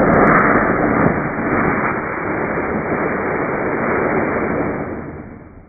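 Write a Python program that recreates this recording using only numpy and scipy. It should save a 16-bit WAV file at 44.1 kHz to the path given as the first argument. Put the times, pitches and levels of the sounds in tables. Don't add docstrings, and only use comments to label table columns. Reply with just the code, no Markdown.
import sys
import numpy as np
from scipy import signal
from scipy.fft import rfft, irfft, next_fast_len
from scipy.io import wavfile
from scipy.ndimage import uniform_filter1d, minimum_filter1d, map_coordinates

SR = 44100
rng = np.random.default_rng(int(sys.argv[2]) if len(sys.argv) > 2 else 0)


def store_wav(level_fs):
    pcm = np.round(np.clip(np.atleast_2d(level_fs), -1, 1) * 32767)
    wavfile.write(sys.argv[1], SR, pcm.T.astype(np.int16))


N = 250488
TIME = np.arange(N) / SR
BURNOUT_S, TOP_HZ = 4.518, 2440

# time_s, level_db
ROAR_LEVEL = [(0.03, -13), (0.04, -15.5), (0.18, -11), (0.46, -18.5), (0.56, -15), (0.6, -19),
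              (1.03, -15.5), (1.06, -13.5), (1.11, -19.5), (1.39, -23.5), (1.53, -17), (2.23, -27),
              (2.26, -21), (3.56, -21.5), (4.12, -18), (4.5, -20.5), (4.6, -17.5)]
# time_s, pitch_hz
ROAR_PITCH = [(1.1, 219), (2.4, 345), (3.2, 369), (4.2, 364), (4.8, 309.7), (5.68, 159.5)]
# pitch_ratio, width_ratio, level_db
ROAR_HUMPS = [(.62, .5, -3), (1.08, 0.52, 0.5), (1.6, 0.66, -9)]
# pitch_hz, width_hz, level_db
PLATE_LOW_MODES = [(190, 42, 0), (284, 48, -1), (440, 410, -5), (640, 79, -6.5), (724, 100, -7.5)]
def roar(edge_hz=800, flutter_db=0.75, trim_db=0.08):
    roll_off = lambda hz: 1 / (1 + (hz / edge_hz) ** 6)
    on_plate = lambda hz, t: resonances(PLATE_LOW_MODES, hz) * roll_off(hz)

    def free(hz, t):
        centre_hz = curve(ROAR_PITCH, t)
        humps = [(ratio * centre_hz, width * centre_hz, db) for ratio, width, db in ROAR_HUMPS]
        return resonances(humps, hz) * roll_off(hz)

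    eddies = exhaust(turbulence(shocks_per_s=350, shock_share=0.24), free, on_plate, size=4096)
    level_db = curve(ROAR_LEVEL) + trim_db - burnout_fade(db_per_s=25, linger_s=0.059)
    return amp(level_db + flutter_db * wobble(knots_per_s=35)) * eddies


# time_s, level_db
HISS_LEVEL = [(0.0, -23), (0.38, -13), (0.81, -23.5), (1.04, -19), (1.09, -23.5), (1.37, -26.5),
              (1.6, -19.5), (1.81, -21), (1.86, -18), (1.97, -25.5), (2.66, -25), (2.78, -28.5),
              (3.01, -23.5), (3.78, -26), (3.87, -21), (4.57, -26), (4.6, -24)]
# frequency_hz, level_db
HISS_SPECTRUM = [(450, -27), (780, 0.5), (900, 0.5), (1060, 0), (1300, 2.5), (1600, -1), (2000, -3),
                 (2280, -3.5), (2420, -11)]
# pitch_hz, width_hz, level_db
PLATE_HIGH_MODES = [(1201, 120, 0), (1343, 150, -3), (1693, 330, -1.5), (2050, 270, -4)]
def hiss(pivot_hz=1400, plate_edge_hz=2250, plate_db_per_oct=-8.5, free_db_per_oct=3.5, flutter_db=0.5):
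    def tilt(hz, t):
        db_per_oct = free_db_per_oct + (plate_db_per_oct - free_db_per_oct) * curve(PLATE_SHARE, t)
        octaves = np.log2(np.clip(hz, pivot_hz, TOP_HZ) / pivot_hz)
        return amp(db_per_oct * octaves) ** 2

    roll_off = lambda hz: 1 / (1 + (hz / plate_edge_hz) ** 20)
    free = lambda hz, t: spectrum_gain(HISS_SPECTRUM, hz) ** 2 * tilt(hz, t)
    on_plate = lambda hz, t: resonances(PLATE_HIGH_MODES, hz) * tilt(hz, t) * roll_off(hz)
    eddies = exhaust(turbulence(shocks_per_s=700, shock_share=0.31), free, on_plate)
    level_db = curve(HISS_LEVEL) - burnout_fade(db_per_s=28)
    return amp(level_db + flutter_db * wobble(knots_per_s=60)) * eddies


# time_s, share
PLATE_SHARE = [(0, 0.95), (.55, 0.99), (1.05, 0.63), (1.4, 0.4), (2.1, 0.19)]
def exhaust(source, free, on_plate, size=2048):
    hz, t, frames = signal.stft(source, SR, nperseg=size)
    hz = hz[:, None]
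    share = curve(PLATE_SHARE, t)
    normalised = lambda power: power / np.sum(power * (hz < TOP_HZ), axis=0)
    power = share * normalised(on_plate(hz, t)) + (1 - share) * normalised(free(hz, t))
    _, coloured = signal.istft(frames * np.sqrt(power * size / 2), SR, nperseg=size)
    return coloured[:N]


def turbulence(shocks_per_s, shock_share):
    shocks = (rng.random(N) < shocks_per_s / SR) * rng.uniform(0.43, 1, N)
    eddies = rng.standard_normal(N)
    return np.sqrt(1 - shock_share) * eddies + np.sqrt(shock_share) * unit(shocks - shocks.mean())


def burnout_fade(db_per_s, linger_s=0):
    return db_per_s * np.maximum(TIME - BURNOUT_S - linger_s, 0)


# time_s, level_db, half_length_s
PROPELLANT_POPS = [(0.139, -7, .0008), (.1935, -7, 0.00056), (.5575, -7, 0.00062), (1.0595, -10.5, 0.0011),
                   (1.0645, -3, 0.0008), (1.6825, -6, 0.00065), (5.576, -30, 0.0007)]
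def pops():
    out = np.zeros(N)
    for time_s, level_db, half_length_s in PROPELLANT_POPS:
        offset = (TIME - time_s) / half_length_s
        out -= amp(level_db) * offset * np.exp((1 - offset ** 2) / 2)
    return out


# frequency_hz, level_db
RUMBLE_SPECTRUM = [(12, -32), (25, -21.5), (36, -15), (48, -15), (62, -4), (85, 3.5), (115, 1.5), (145, 1),
                   (190, -10), (280, -41)]
def rumble(level_db=-37, swell_share=0.65):
    air = unit(filtered(rng.standard_normal(N), lambda hz: spectrum_gain(RUMBLE_SPECTRUM, hz)))
    roar_db = curve(ROAR_LEVEL)
    swell_db = swell_share * (roar_db - roar_db.mean())
    return amp(level_db + swell_db - burnout_fade(db_per_s=22, linger_s=0.5)) * air


def launch_pad(ring_hz=33, width_hz=14, level_db=-35):
    shudder = unit(filtered(rng.standard_normal(N), lambda hz: resonances([(ring_hz, width_hz, 0)], hz)))
    return amp(level_db) * curve(PLATE_SHARE) * shudder


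def ground_echo(x, delay_s=0.0134, strength=0.2, grass_hz=700):
    echo = lambda hz: strength * np.exp(-2j * np.pi * hz * delay_s) / (1 + (hz / grass_hz) ** 2)
    return filtered(x, lambda hz: 1 + echo(hz))


# time_s, peak_db, low_edge_hz
OVERLOAD_TICKS = [(0.138, -34, 2800), (.2744, -28, 2600), (.391, -34.5, 4500)]
def overload_ticks(high_edge_hz=8500):
    out = np.zeros(N)
    low_pass = lambda hz: 1 / (1 + (hz / high_edge_hz) ** 8)
    for time_s, peak_db, low_edge_hz in OVERLOAD_TICKS:
        high_pass = lambda hz: hz ** 2 / (hz ** 2 + low_edge_hz ** 2)
        impulse = np.arange(N) == round(time_s * SR)
        tick = filtered(impulse, lambda hz: high_pass(hz) * low_pass(hz))
        out += amp(peak_db) * tick / tick.max()
    return out


def limiter(x, ceiling=0.96, size=200):
    needed_gain = ceiling / np.maximum(np.abs(x), ceiling)
    return x * uniform_filter1d(minimum_filter1d(needed_gain, 2 * size), size)


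def amp(db):
    return 10 ** (np.asarray(db) / 20)


def unit(x):
    return x / np.sqrt(np.mean(x ** 2) + 1e-20)


def spectrum_gain(points, hz):
    points_hz, points_db = np.transpose(points)
    return amp(np.interp(np.log(hz + 1), np.log(points_hz + 1), points_db))


def curve(points, t=TIME):
    return np.interp(t, *np.transpose(points))


def wobble(knots_per_s):
    knots = rng.standard_normal(int(N * knots_per_s / SR) + 4)
    return map_coordinates(knots, [TIME * knots_per_s])


def filtered(x, response):
    size = next_fast_len(N + SR // 2)
    return irfft(rfft(x, size) * response(np.fft.rfftfreq(size, 1 / SR)), size)[:N]


def resonances(modes, hz):
    return sum(amp(db) ** 2 * (hz * width) ** 2 / ((pitch ** 2 - hz ** 2) ** 2 + (hz * width) ** 2)
               for pitch, width, db in modes)


def scene():
    jet = roar() + hiss() + rumble()
    return (ground_echo(jet) + launch_pad() + pops())[None]


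def record(dry):
    band = lambda hz: 1 / np.sqrt(1 + np.minimum(hz / (TOP_HZ - 50), 2) ** 170)
    dull = filtered(dry[0], band)
    return (limiter(dull) + overload_ticks())[None]


dry = scene()
out = record(dry)
store_wav(out)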